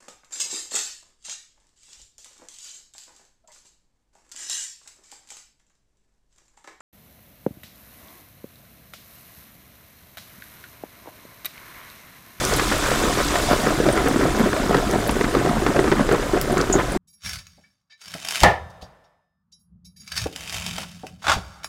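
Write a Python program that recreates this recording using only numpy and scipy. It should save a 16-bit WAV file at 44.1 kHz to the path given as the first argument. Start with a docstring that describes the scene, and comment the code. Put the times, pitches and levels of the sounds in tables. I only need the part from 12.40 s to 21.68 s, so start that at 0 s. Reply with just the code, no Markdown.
"""First a breaded pork cutlet is lowered into hot oil. Steam bubbles resonate, the smaller the higher:
they fizz, spatter and boil up in soft plops, while drops of water spit. At 4.6 s the scene changes
abruptly to a wooden board, where a knife saws twice through the fried crust. Brittle fracture makes the
crackle and excites the modes of the blade. The first cut ends in a loud chop that overloads
the microphone, the second in a crunch against the wood."""
import sys
import numpy as np
from scipy import signal
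from scipy.fft import rfft, irfft, next_fast_len
from scipy.io import wavfile
from scipy.ndimage import uniform_filter1d

SR = 44100
rng = np.random.default_rng(int(sys.argv[2]) if len(sys.argv) > 2 else 0)


def materialize(psi):
    """Save the field psi as 16-bit PCM at rate SR to the path in sys.argv[1].

    A 1-D psi becomes a single channel; in a 2-D psi each row is a channel.
    """
    bounded = np.clip(np.atleast_2d(psi).T, -1, 1)
    quanta = np.round(bounded * 32767).astype(np.int16)
    wavfile.write(sys.argv[1], SR, quanta)


N = 409248
T = np.arange(N) / SR
FRYING_ENDS_S, CHOP_AT_S = 4.576, 6.0335
CRACK_S = 0.00093  # decay time of one tiny fracture

# Levels are relative within each layer.
# steady steam, from fizz to boil as the cutlet sinks: (time [s], fizz [dB], spatter [dB], boil [dB])
STEAM_FLOW = [(0, -29.5, -28.5, -26), (1.1, -30, -30, -25.5), (1.4, -34.5, -30.5, -22),
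              (3.1, -37.5, -32, -24.5), (4.57, -39, -33.5, -27.5)]
# gushes of steam from under the cutlet: (time [s], half length [s], boil [dB], spatter [dB])
STEAM_GUSHES = [(.125, .025, -22.5, -29), (.205, 0.029, -25, -28.5), (.32, 0.022, -23, -27),
                (.46, 0.034, -37, -24.5), (.53, 0.057, -26, -27), (.66, 0.069, -21.5, -27.5),
                (.8, 0.026, -22, -23), (.96, 0.051, -23.5, -27.5), (1.12, .032, -16, -22.5),
                (1.28, 0.048, -20.5, -25.5), (1.475, 0.035, -14, -28.5), (1.585, .035, -21.5, -25.5),
                (1.675, 0.028, -21.5, -28.5), (1.84, 0.044, -16, -26.5), (2.005, 0.039, -21.5, -28.5),
                (2.057, 0.023, -15.5, -27.5), (2.335, 0.059, -17, -26.5), (2.475, 0.0099, -17, -33),
                (2.55, 0.021, -16, -30), (2.846, 0.0095, -24, -25.5), (2.99, 0.044, -20.5, -29.5),
                (3.08, 0.061, -18.5, -32), (3.175, 0.014, -17, -29.5), (3.29, 0.032, -19, -30.5),
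                (3.375, 0.041, -18, -30), (3.47, 0.026, -19, -29.5), (3.525, 0.011, -12.5, -21.5),
                (3.595, 0.036, -17.5, -25.5), (3.738, 0.032, -16, -25.5), (3.821, 0.033, -25.5, -34),
                (3.96, 0.027, -17.5, -27), (4.12, 0.042, -20, -39.5), (4.2, 0.038, -18.5, -25),
                (4.36, 0.057, -19.5, -31.5), (4.4, 0.017, -29, -20.5), (4.56, 0.024, -19.5, -50)]
# spectra of tiny, middling and large bubbles and of the churning pot: (frequency [Hz], level [dB])
FIZZ_SPECTRUM = [(1290, -25.5), (2200, -3), (2750, -8), (3560, -3.5), (4200, -6), (7450, -7),
                 (12300, -17.5), (15100, -19.5), (16000, -28.5)]
SPATTER_SPECTRUM = [(600, -9.5), (850, -7.5), (1060, -2), (1200, -3.5), (1420, -3), (1900, -7.5),
                    (2300, -14), (3000, -17.5), (5000, -22.5)]
BOIL_SPECTRUM = [(60, -24), (95, -18.5), (130, -5), (175, -8), (240, -0.5), (350, -1.5), (430, -1),
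                 (500, -4), (590, -3), (720, -3.5), (870, -15), (1500, -24.5)]
CHURN_SPECTRUM = [(8, -16.5), (25, 2), (46, 5), (62, -1.5), (90, -8), (130, -2.5), (250, -26.5),
                  (1000, -61.5)]
# the largest bubbles bursting: (time [s], level [dB], pitch [Hz], treble offset [dB])
BIG_PLOPS = [(0.196, -12, 513, 4), (0.324, -7.5, 1430, -4.5), (0.515, -11, 587, -5.5),
             (0.955, -7.5, 650, -2.5), (1.131, -11.5, 450, 0), (1.269, -4, 452, -9),
             (1.402, -3, 440, -20.5), (1.575, -6.5, 390, -7), (1.642, -7, 346, -17), (1.674, -8, 458, -7.5),
             (1.711, -9.5, 260, -10), (1.76, -3.5, 278, -12.5), (1.811, -8.5, 320, -6),
             (1.826, -9, 280, -18), (1.995, -7.5, 397, -8.5), (2.003, -4.5, 233, -15), (2.13, -13, 586, -1),
             (2.164, -10, 550, -4.5), (2.26, -9, 279, -16), (2.295, -8.5, 202, -16), (2.345, -6.5, 412, -2),
             (2.559, -4, 374, -21), (2.693, -8, 280, -1), (2.766, -7, 390, -24), (2.81, -3.5, 400, -8.5),
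             (2.842, -5, 300, -10.5), (2.95, -4, 476, -8), (2.969, -2.5, 345, -21.5),
             (3.221, -4.5, 340, -19.5), (3.264, -2.5, 391, -7), (3.363, -2.5, 560, -12),
             (3.391, -1.5, 383, -13.5), (3.441, -8, 395.5, -5.5), (3.48, -6.5, 280, -16.5),
             (3.516, -8.5, 388, -2.5), (3.69, -4.5, 410, -11), (3.712, -6, 366, -8.5),
             (3.729, -6, 334, -12), (3.744, -11, 405.5, -3.5), (3.934, -2.5, 338, -29.5),
             (4.127, -6, 332, -24.5), (4.17, -6.5, 380, -7), (4.299, -3.5, 364, -17.5),
             (4.354, 0, 346, -25.5)]
# water drops spitting: (time [s], level [dB], pitch [Hz], relative width [1], t60 [s])
WATER_SPITS = [(0.051, -9.5, 5300, 0.24, 0.0088), (0.1367, -12.5, 5900, 0.12, 0.014),
               (.164, -20, 10720, 0.084, 0.037), (0.36, -21, 6500, .3, .012),
               (1.525, -22, 8970, 0.026, 0.041), (1.6841, -18.5, 7200, 0.32, 0.013),
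               (1.99, -32, 11880, .04, .08), (2.368, -21.5, 3770, 0.18, .025),
               (2.511, -19.5, 5950, .3, .015), (2.6746, -22, 11000, 0.1, 0.022),
               (2.71, -22, 9600, .08, 0.019), (3.3977, -26.5, 7800, 0.072, 0.045),
               (3.7239, -22, 8050, 0.16, 0.018), (4.0138, -1, 7500, 0.33, 0.0039),
               (4.1215, -29, 9300, .08, 0.043), (4.179, -19, 4900, 0.24, 0.016),
               (4.213, -14, 5330, 0.12, 0.011), (4.3265, -12.5, 6800, 0.027, 0.09),
               (4.52, -30, 9120, 0.095, .06)]

# knife strokes: (time [s], swell [s], hold [s], bite [dB], full crackle [dB], settling crumbs [dB])
KNIFE_STROKES = [(4.851, .012, 0.079, -29.5, -31.5, -50), (5.616, 0.39, .04, -43.5, -25.5, -72),
                 (7.615, 0.19, .02, -55.5, -30, -44.5), (7.931, 0.22, 0.034, -40, -29, -47.5),
                 (8.2, .05, .17, -30.5, -31, -41.5), (8.829, 0.07, 0.032, -41, -26.5, -44)]
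# how deep the blade sits in the meat: (time [s], depth [0-1])
BLADE_DEPTH = [(4.74, 0.06), (4.9, 0.26), (5.5, 0.13), (5.8, .75), (6.4, .55), (7.1, 0.07), (7.6, .05),
               (7.78, 0.24), (7.95, 0.96), (8.4, 0.88), (9.2, 0.3)]
# crust cracking in the open, muffled by meat, and against wood: (frequency [Hz], level [dB])
CRUST_SPECTRUM = [(150, -26), (330, -21), (600, -12.5), (900, -11.5), (1400, 4), (2000, -0.5), (2300, 5.5),
                  (2600, 0.5), (3100, -2), (4800, 4), (6500, 0.5), (8500, -4), (11000, -11), (16000, -14.5)]
BURIED_SPECTRUM = [(300, -15), (430, -13), (720, -2), (900, -6.5), (1400, -4), (2000, -2), (2700, 3),
                   (2880, 0.5), (3120, 7), (3400, -5.5), (3650, 2.5), (4150, -8), (4680, -0.5),
                   (5400, -3.5), (7000, -5), (10500, -12.5), (16000, -21.5)]
CRUSH_SPECTRUM = [(150, -41), (250, -18.5), (414, -20), (444, -35), (586, -8.5), (788, -6), (1180, -8.5),
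                  (1380, -3), (1880, -16), (2130, -12.5), (3120, -19), (3460, -11), (4190, -20.5),
                  (6940, -23), (16000, -50)]
# flakes snapping, and the bottom crust being crushed: (time [s], level [dB], t60 [s])
FLAKE_SNAPS = [(4.8578, -16.5, 0.064), (4.893, -18.5, 0.048), (4.9328, -18.5, 0.056), (4.957, -24, 0.038),
               (4.986, -28, 0.071), (5.0681, -27.5, 0.014), (5.6148, -28.5, 0.028), (5.6576, -27.5, 0.027),
               (5.6797, -24.5, .025), (5.717, -22, 0.027), (5.739, -15, 0.02), (5.828, -24.5, 0.021),
               (5.8486, -15.5, 0.029), (5.873, -16.5, .012), (5.8863, -7, 0.017), (5.9081, -7.5, 0.013),
               (5.915, -15, 0.013), (5.9228, -13, .017), (5.932, -16.5, .018), (5.947, -12, 0.03),
               (5.9562, -7, 0.018), (5.963, -10, 0.022), (5.9717, -13.5, 0.017), (6.004, -7, 0.022),
               (6.012, -10.5, 0.022), (6.025, -9, 0.02), (7.676, -27, 0.034), (7.718, -18, 0.041),
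               (7.755, -19.5, .04), (7.7646, -12.5, 0.043), (7.775, -10.5, 0.045), (7.817, -14, 0.023),
               (7.84, -16, 0.025), (7.869, -20, 0.016), (7.926, -26, 0.019), (7.961, -14.5, 0.018),
               (8.008, -20.5, 0.031), (8.075, -25.5, 0.018), (8.095, -14.5, 0.025), (8.1187, -22.5, 0.018),
               (8.125, -15, .025), (8.1422, -17.5, 0.072), (8.164, -19.5, 0.052), (8.264, -14, 0.035),
               (8.29, -18, 0.028), (8.382, -13.5, 0.021), (8.5146, -26.5, .02), (8.667, -23, 0.026),
               (9.233, -27, 0.035), (9.2439, -11, 0.013)]
CRUST_CRUSHES = [(8.38, -19.5, 0.045), (8.43, -24, 0.069), (8.821, -34, 0.18), (8.841, -22.5, 0.23),
                 (8.8681, -9, 0.04), (8.8807, -7.5, 0.11), (8.8954, -3.5, 0.066), (8.907, -15, 0.098),
                 (8.9164, -6, 0.11), (8.934, -19, 0.25), (9.2447, -16.5, 0.024)]
# light grazes of the blade: (time [s], level [dB], centre [Hz], t60 [s], spread [octaves])
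BLADE_GRAZES = [(4.678, -42, 7000, 0.066, 1.9), (4.702, -42, 7800, 0.048, 1.8),
                (4.731, -38, 7400, 0.065, 1.9), (5.241, -42.5, 1890, .07, 0.72),
                (5.504, -39, 2280, 0.086, 1.3), (5.524, -35, 2280, 0.063, 1.35),
                (6.305, -39.5, 5100, 0.05, .6), (6.42, -32, 4040, 0.084, 1.2), (6.645, -47, 3940, .05, 1),
                (7.124, -35.5, 5430, 0.06, .8), (7.195, -53, 8000, .08, 1.37),
                (7.452, -30.5, 5500, 0.051, 1.35), (7.5655, -39, 4700, 0.095, 1.84),
                (7.6, -34.5, 4700, 0.086, 1.8)]
# normal modes of the steel blade: (frequency [Hz], level [dB], t60 [s])
BLADE_MODES = [(1776, -3.5, .1), (2290, -4, .08), (2630, -15, .08), (3120, -10.5, 0.074), (3740, -5, .09),
               (3930, -0.5, 0.12), (4450, -9, 0.066), (4740, 3, 0.19), (5050, -4.5, 0.1), (5370, -2, 0.16),
               (5590, 3, .15), (6160, -8, .1), (6570, 2.5, .07), (6930, -4.5, .09), (7640, -3, .11),
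               (9110, -7.5, .16), (10630, 6.5, .22), (11220, -4.5, .09), (12090, -5, .1), (12330, 0, .15),
               (13800, -1.5, .08), (15270, -1, .1)]
# the board's knock and the blade's lingering ring after the chop: (frequency [Hz], level [dB], t60 [s])
CHOP_MODES = [(150, -11, 0.26), (391, -6.5, 0.31), (513, -7, 0.34), (662, -4, 0.23), (785, -5.5, 0.31),
              (866, -4, 0.28), (973, -7.5, 0.42), (1036, -5.5, 0.2), (1410, -8.5, 0.19), (1760, -4.5, 0.31),
              (1760, -12, 0.37), (1768, -33, 1.5), (2090, -15.5, 0.38), (2306, -14.5, 0.34),
              (3680, -36.5, 1.1), (5100, -49, 1.7), (6200, -47, 1.05)]
# the chop's dense ring and its faint aftersound: (frequency [Hz], level [dB])
CHOP_SPECTRUM = [(40, -7), (150, -8.5), (290, -12), (430, -7.5), (540, 0), (680, 2.5), (870, 2),
                 (1100, -10), (1380, -4.5), (1540, -23.5), (1740, -0.5), (2200, -14.5), (5000, -28),
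                 (16000, -52)]
AFTERSOUND_SPECTRUM = [(50, 2), (170, -3), (300, -12), (650, 4.5), (1000, -0.5), (1500, -8), (1780, -6.5),
                       (2200, -15.5), (3700, -21.5), (5000, -26), (12000, -34)]
# the blade bumping the board: (time [s], level [dB], t60 [s], low push [dB])
BOARD_KNOCKS = [(5.178, -48, 0.13, -59), (5.749, -28, 0.091, -49), (6.019, -21, 0.087, -22),
                (6.425, -35, 0.12, -40), (7.8584, -14.5, 0.064, -40), (8.383, -32, 0.17, -44),
                (8.634, -27, 0.11, -46), (8.965, -27.5, 0.15, -18.5)]
# knife and hand pressing on the board: (time [s], half length [s], flex [dB], shudder [dB])
BOARD_PRESSES = [(4.87, 0.026, -39, -42.5), (4.95, 0.05, -40, -49.5), (5.06, 0.081, -56, -69),
                 (5.75, 0.013, -51, -36), (6.06, 0.038, -29, -23.5), (6.23, 0.069, -39.5, -56),
                 (6.44, .03, -48.5, -57), (7.35, 0.053, -55, -52), (7.47, 0.042, -55, -49.5),
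                 (7.62, 0.067, -62.5, -54), (7.77, 0.048, -41, -45), (7.84, 0.034, -29, -43.5),
                 (8.02, 0.089, -49, -61), (8.18, 0.05, -37, -51), (8.3, 0.1, -44, -37),
                 (8.44, 0.071, -51, -44), (8.56, .04, -58, -44.5), (8.74, 0.039, -49, -45),
                 (8.9, 0.036, -32, -43), (8.97, 0.03, -33, -32.5), (9.09, 0.04, -43, -54)]
# rumble of hands leaning and shifting on the board: (time [s], level [dB])
HAND_RUMBLE = [(4.6, -67), (4.8, -74), (5.18, -61.5), (5.42, -86), (5.6, -91), (5.68, -56), (6.45, -59),
               (6.72, -87), (6.94, -79), (7.2, -69), (7.54, -63), (8.3, -46), (8.75, -54), (9.1, -58),
               (9.28, -56)]
# the board knocked, flexing and shuddering: (frequency [Hz], level [dB])
KNOCK_SPECTRUM = [(60, -15), (150, 2), (280, 2.5), (480, 2.5), (780, 7), (1050, -13.5), (1500, -16.5),
                  (4000, -50)]
FLEX_SPECTRUM = [(20, -26), (45, -8.5), (80, 5.5), (110, 0), (135, -7.5), (200, -23), (290, -40.5),
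                 (700, -52)]
SHUDDER_SPECTRUM = [(80, -16.5), (130, -4.5), (175, 12.5), (225, -2), (290, -22), (700, -35), (2000, -66)]
# the kitchen's reflections and its background noise: (frequency [Hz], level [dB])
REVERB_SPECTRUM = [(60, 6.5), (5000, -13.5), (16000, -7)]
KITCHEN_SPECTRUM = [(40, -4), (180, -3), (400, -30.5), (1200, -12), (2200, -33), (5000, -37),
                    (16000, -41.5)]


def amp(db):
    """Amplitude ratio of a level in decibels."""
    return 10 ** (np.asarray(db) / 20)


def unit_rms(x):
    """Normalisation to rms 1."""
    return x / np.sqrt(np.mean(x ** 2) + 1e-20)


def steadied(x, seconds):
    """Normalisation to rms 1 over a sliding span; faster fluctuations remain."""
    size = int(seconds * SR)
    power = uniform_filter1d(uniform_filter1d(x ** 2, size), size)
    return x / np.sqrt(abs(power) + 1e-12)


def gain_curve(table, column):
    """Interpolation of a level column into a gain for every sample."""
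    rows = np.array(table)
    return amp(np.interp(T, rows[:, 0], rows[:, column]))


def swell(t, top, rise_s, fall_s):
    """Asymmetric Gaussian envelope, reaching 1 at the time top."""
    width = np.where(t < top, rise_s, fall_s)
    return np.exp(-np.minimum(((t - top) / width) ** 2, 50))


def swells(table, column):
    """Incoherent sum of swells: their powers add. Rows begin (time [s], half length [s])."""
    t = T[::64]
    power = sum((amp(row[column]) * swell(t, row[0], .97 * row[1], 1.06 * row[1])) ** 2 for row in table)
    return np.sqrt(np.interp(T, t, power))


def coloured(x, spectrum):
    """Spectral shaping to rms 1, falling 20 dB per octave outside the given points."""
    size = next_fast_len(len(x))
    octave = np.log2(np.fft.rfftfreq(size, 1 / SR) + 1)
    hz, db = np.transpose(spectrum)
    outside = abs(octave - np.clip(octave, np.log2(hz[0]), np.log2(hz[-1])))
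    gain = amp(np.interp(octave, np.log2(hz), db) - 20 * outside)
    return unit_rms(irfft(rfft(x, size) * gain, size)[:len(x)])


def noise(spectrum, size=N):
    """Gaussian noise of a given spectrum, rms 1."""
    return coloured(rng.standard_normal(size), spectrum)


def add(mix, s, sound):
    """Superposition of a sound on the mix from time s."""
    part = mix[round(s * SR):][:len(sound)]
    part += sound[:len(part)]


def decay(t60, rise, seconds=.4):
    """Exponential decay, 60 dB in t60 seconds, after a quick rise."""
    t = T[:int(seconds * SR)]
    return (1 - np.exp(-t / rise)) * np.exp(-np.log(1000) * t / t60)


def burst(spectrum, t60, rise, seconds=.4):
    """Modal overlap: many close modes struck at once behave as decaying noise."""
    envelope = decay(t60, rise, seconds)
    return envelope * noise(spectrum, len(envelope))


def damped_ring(hz, cycles, glide=0):
    """Damped oscillator that falls to 1/e in the given cycles; glide raises its pitch."""
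    age = T[:int(6 * cycles * SR / hz) + 8] * hz / cycles
    return np.exp(-age) * np.sin(2 * np.pi * cycles * age * (1 + glide * age))


def oil(spatter_gain, boil_gain):
    """Resonance rises as bubbles shrink: three sizes of steam bubble sound over the churning pot."""
    fizz = bubbles(2000, 15340, per_s=11000, cycles=4.5, spread_db=2.5, glide=.004, pitches=36)
    spatter = bubbles(695, 3460, per_s=1300, cycles=2.4, spread_db=1.5, glide=.012, pitches=16)
    boil = bubbles(107.5, 944, per_s=240, cycles=2.14, spread_db=1, glide=.016, pitches=18)
    fizz = coloured(room(fizz, t60=.029, wet_db=-5), FIZZ_SPECTRUM)
    spatter = coloured(room(spatter, t60=.14, wet_db=-9), SPATTER_SPECTRUM)
    boil = coloured(room(boil, t60=.12, wet_db=-10), BOIL_SPECTRUM)
    return (amp(1.03) * steadied(fizz, .29) * gain_curve(STEAM_FLOW, column=1)
            + steadied(spatter, .025) * spatter_gain
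            + amp(-2) * steadied(boil, .049) * boil_gain
            + amp(-29) * steadied(noise(CHURN_SPECTRUM), .25))


def bubbles(lo_hz, hi_hz, per_s, cycles, spread_db, glide, pitches):
    """Shot noise: random impulses, most weak and a few strong, each set a bubble ringing."""
    out = np.zeros(N)
    for hz in np.geomspace(lo_hz, hi_hz, pitches):
        when, strength, polarity = rng.random((int(per_s * N / SR / pitches), 3)).T
        heights = amp(spread_db * np.minimum(-np.log(1 - strength), 4.5)) * np.sign(polarity - .5)
        impulses = np.bincount((when * N).astype(int), heights, N)
        out += signal.oaconvolve(impulses, hz * damped_ring(hz, cycles, glide))[:N]
    return out


def steam_gain(flow_column, gush_column):
    """Steady flow and gushes add in power to give the gain of one size of bubble."""
    return np.hypot(gain_curve(STEAM_FLOW, flow_column), swells(STEAM_GUSHES, gush_column))


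def plops(boil_gain):
    """Cavity resonance: a big bubble opens with a slap of its film and swells into a round note."""
    swell_cycles, glide, film_ratio = .84, .013, 1.8
    out = np.zeros(N)
    for s, db, hz, treble_db in BIG_PLOPS + lesser_plops(boil_gain):
        age = T[:SR // 10] * hz / swell_cycles
        cavity = age * np.exp(1 - age) * np.sin(2 * np.pi * swell_cycles * age * (1 + glide * age))
        film = damped_ring(film_ratio * hz, cycles=.7)
        splash = burst(SPATTER_SPECTRUM, t60=.028, rise=.0005, seconds=.1)
        add(out, s, amp(db - 5.5) * cavity)
        add(out, s, amp(db - 5.5) * film)
        add(out, s, amp(db + treble_db - 1.5) * splash)
    return room(out, t60=.11, wet_db=-14)


def lesser_plops(boil_gain, per_s=14, centre_hz=370.7, octaves=.72):
    """A random process of bursts, stronger where the oil boils harder; rows as in BIG_PLOPS."""
    slots = np.arange(int(FRYING_ENDS_S * per_s))
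    jitter, size, pitch, treble = rng.uniform(-1, 1, (len(slots), 4)).T
    s = (slots + .5 + .5 * jitter) / per_s + .0092
    boil_db = 20 * np.log10(np.interp(s, T, boil_gain))
    flow_db = 20 * np.log10(np.interp(s, T, gain_curve(STEAM_FLOW, column=3)))
    db = flow_db + .9 * (boil_db - flow_db) + 9.5 - .5 * size
    return list(zip(s, db, centre_hz * 2 ** (octaves * pitch), -10 + 4 * treble))


def spits():
    """Flash evaporation: a water drop turns to steam in a sharp tick with one resonance peak."""
    out, hz = np.zeros(N), np.geomspace(1500, 16000, 80)
    for s, db, centre_hz, width, t60 in WATER_SPITS:
        resonance_db = -20 * np.log10(1 + (np.log(hz / centre_hz) / (2 * width)) ** 2)
        add(out, s, amp(db - 3.5) * burst(np.c_[hz, resonance_db], t60, rise=.0001))
    return room(out, t60=.056, wet_db=-8)


def crust(crackle_gain, settle_gain):
    """Brittle fracture: crumbs break and settle, flakes snap; depth muffles them and the blade's ring."""
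    depth = np.interp(T, *np.transpose(BLADE_DEPTH))
    clumping = amp(2 * noise([(15, 4), (300, -9)]))
    breaking = amp(-4) * steadied(cracks(per_s=1300, spread_db=4) * clumping, .03) * crackle_gain
    breaking += amp(-5.5) * steadied(cracks(per_s=1200, spread_db=3), .06) * settle_gain
    for s, db, t60 in FLAKE_SNAPS:
        add(breaking, s, amp(db - 6) * flake(t60))
    exposed, buried = coloured(breaking, CRUST_SPECTRUM), coloured(breaking, BURIED_SPECTRUM)
    crackle = np.std(breaking) * ((1 - depth) * exposed + depth * buried)
    ring = amp(-5.5) * (1 - depth) * gripped_blade(crackle)
    return room((.58 + .22 * depth) * crackle + ring, t60=.086, wet_db=-5.5)


def sawing(bite_db_per_s=618, release_db_per_s=276, settle_s=.27):
    """Gains of crackle and settling crumbs, summed in power: each stroke bites, presses and lets go."""
    t = T[::32]
    crackle_power, settle_power = np.zeros((2, len(t)))
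    for s, swell_s, hold_s, bite_db, full_db, settle_db in KNIFE_STROKES:
        end_s = s + swell_s + hold_s
        onset_db = bite_db_per_s * np.minimum(t - s, 0)
        pressing_db = np.interp(t, [s, s + swell_s], [bite_db, full_db])
        release_db = release_db_per_s * np.maximum(t - end_s, 0)
        crackle_power += amp(onset_db + pressing_db - release_db) ** 2
        settle_power += (amp(settle_db) * swell(t, end_s, .02, settle_s)) ** 2
    return np.interp(T, t, np.sqrt(crackle_power)), np.interp(T, t, np.sqrt(settle_power))


def cracks(per_s, spread_db, size=N):
    """A Poisson process of tiny dry fractures, each a brief broadband tick; rms 1."""
    chance, strength = rng.random((2, size))
    energy = (chance < per_s / SR) * amp(spread_db * np.minimum(-np.log(1 - strength), 4)) ** 2
    power = signal.lfilter([1], [1, -np.exp(-1 / (CRACK_S * SR))], energy)
    return unit_rms(np.sqrt(power) * rng.standard_normal(size))


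def flake(t60):
    """Fracture cascade: one sharp crack sets off a dying run of smaller ones."""
    envelope = decay(t60, rise=.0003, seconds=.15)
    first = np.exp(-T[:len(envelope)] / CRACK_S) * rng.standard_normal(len(envelope))
    return amp(-3) * first + envelope * cracks(per_s=1800, spread_db=1.5, size=len(envelope))


def chop():
    """Impact excitation: the edge breaks through the crust, the board knocks and the blade rings on."""
    out, t = np.zeros(N), T[:SR]
    add(out, CHOP_AT_S - .003, -amp(-7.5) * damped_ring(70, cycles=1.1))  # low push
    add(out, CHOP_AT_S, amp(-5.5) * burst(CRUST_SPECTRUM, t60=.024, rise=.0003))  # crack
    add(out, CHOP_AT_S, amp(-4.5) * burst(CHOP_SPECTRUM, t60=.29, rise=.00039, seconds=.46))
    for hz, db, t60 in CHOP_MODES:
        mode = amp(db - 13.5 - 60 * t / t60) * np.sin(2 * np.pi * hz * t)
        add(out, CHOP_AT_S, mode * rng.choice([-1, 1]))
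    shatter = amp(-23) * burst(CRUST_SPECTRUM, t60=.12, rise=.002)
    rocking = amp(-20.5) * burst(FLEX_SPECTRUM, t60=.4, rise=.003, seconds=.99)
    aftersound = amp(-41) * burst(AFTERSOUND_SPECTRUM, t60=2.8, rise=.02, seconds=1)
    aftersound *= np.exp(-(t / .69) ** 4)  # dies ever faster
    for sound in (shatter, rocking, aftersound):
        add(out, CHOP_AT_S, sound)
    return out


def crush():
    """Failure in compression: the last crust collapses against the wood in a quick run of cracks."""
    out = np.zeros(N)
    for s, db, t60 in CRUST_CRUSHES:
        add(out, s, amp(db - 7) * burst(CRUSH_SPECTRUM, t60, rise=.00036))
    return room(out, t60=3.3, wet_db=-25.5)


def blade(force, centre_hz, octaves, detune, ring_share, contact_s):
    """Modal resonance of steel: a contact excites most the modes near centre_hz, with random spread."""
    t = T[:SR // 4]
    chances_db = 2 * rng.standard_normal(len(BLADE_MODES))
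    shifts = 1 + detune * rng.uniform(-.9, 1, len(BLADE_MODES))
    ring = np.zeros(len(t))
    for (hz, db, t60), chance_db, shift in zip(BLADE_MODES, chances_db, shifts):
        excited_db = db + chance_db - 12 * (np.log2(hz / centre_hz) / octaves) ** 2
        envelope = amp(excited_db - 60 * t / (t60 * ring_share)) / np.sqrt(t60)
        ring += envelope * np.sin(2 * np.pi * hz * shift * t)
    ring *= 1 - np.exp(-t / contact_s)  # a soft contact starts the ring gently
    return signal.oaconvolve(force, ring / np.linalg.norm(ring))[:len(force)]


def gripped_blade(force, grips=5, grip_s=.04):
    """Loading and damping: the meat's changing grip shifts the blade's modes and shortens their ring."""
    grip = (T // grip_s) % grips
    return sum(blade(force * (grip == k), centre_hz=5000, octaves=4.3, detune=.025,
                     ring_share=.3, contact_s=.00018) for k in range(grips))


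def grazes():
    """Frictional excitation by a few crumbs: the free blade rings, the buried blade mostly scratches."""
    out = np.zeros(N)
    for s, db, hz, t60, octaves in BLADE_GRAZES:
        depth = min(np.interp(s, *np.transpose(BLADE_DEPTH)), .9)
        envelope = decay(t60, rise=.021, seconds=.22)
        force = envelope * cracks(per_s=3200, spread_db=1.5, size=len(envelope))
        ring = blade(force, hz, octaves, detune=.0026, ring_share=1 - depth, contact_s=.0013)
        scratch = coloured(force, [(hz / 4, -12), (hz, 0), (hz * 3, -18)])
        graze = (1 - depth) * unit_rms(ring) + amp(1) * depth * scratch
        add(out, s - .008, amp(db + 5) * np.std(force) * graze)
    return room(out, t60=.2, wet_db=-12)


def board():
    """Forced vibration: presses flex and shake the board; bumps knock it and push it on the table."""
    hands = gain_curve(HAND_RUMBLE, column=1)
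    flex_gain = np.hypot(swells(BOARD_PRESSES, column=2), amp(-3) * hands)
    shudder_gain = np.hypot(swells(BOARD_PRESSES, column=3), amp(1.5) * hands)
    flex = amp(-.5) * steadied(noise(FLEX_SPECTRUM), .04) * flex_gain
    shudder = amp(-1) * steadied(noise(SHUDDER_SPECTRUM), .035) * shudder_gain
    knocks = np.zeros(N)
    for s, db, t60, push_db in BOARD_KNOCKS:
        add(knocks, s, amp(db - 3.5) * burst(KNOCK_SPECTRUM, t60, rise=.00079))
        add(knocks, s, amp(push_db) * damped_ring(62, cycles=.78))
    return flex + shudder + room(knocks, t60=.6, wet_db=-20)


def room(x, t60, wet_db):
    """Reverberation: convolution with a diffuse tail of reflections, added to the direct sound."""
    tail = burst(REVERB_SPECTRUM, t60, rise=.022, seconds=1)
    return x + amp(wet_db) * signal.oaconvolve(x, tail / np.linalg.norm(tail))[:N]


def scene():
    """Superposition of the sources: first the pot, then the board, over a very quiet kitchen."""
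    at_pot = np.clip((FRYING_ENDS_S - T) / .002, 0, 1)
    kitchen = amp(-83.5) * noise(KITCHEN_SPECTRUM)
    spatter_gain = steam_gain(flow_column=2, gush_column=3)
    boil_gain = steam_gain(flow_column=3, gush_column=2)
    frying = oil(spatter_gain, boil_gain) + plops(boil_gain) + spits()
    slicing = crust(*sawing()) + grazes() + crush() + board() + chop()
    return (at_pot * frying + (1 - at_pot) * slicing + kitchen)[None]


def record(dry):
    """Saturation flattens the loudest peaks; a low-pass filter then limits the band."""
    ceiling, cutoff_hz = .69, 16050
    clipped = dry / (1 + (dry / ceiling) ** 8) ** (1 / 8)
    lowpass = signal.firwin(511, cutoff_hz, window=("kaiser", 9), fs=SR)
    return signal.oaconvolve(clipped, lowpass[None], "same")


dry = scene()
out = record(dry)
materialize(out)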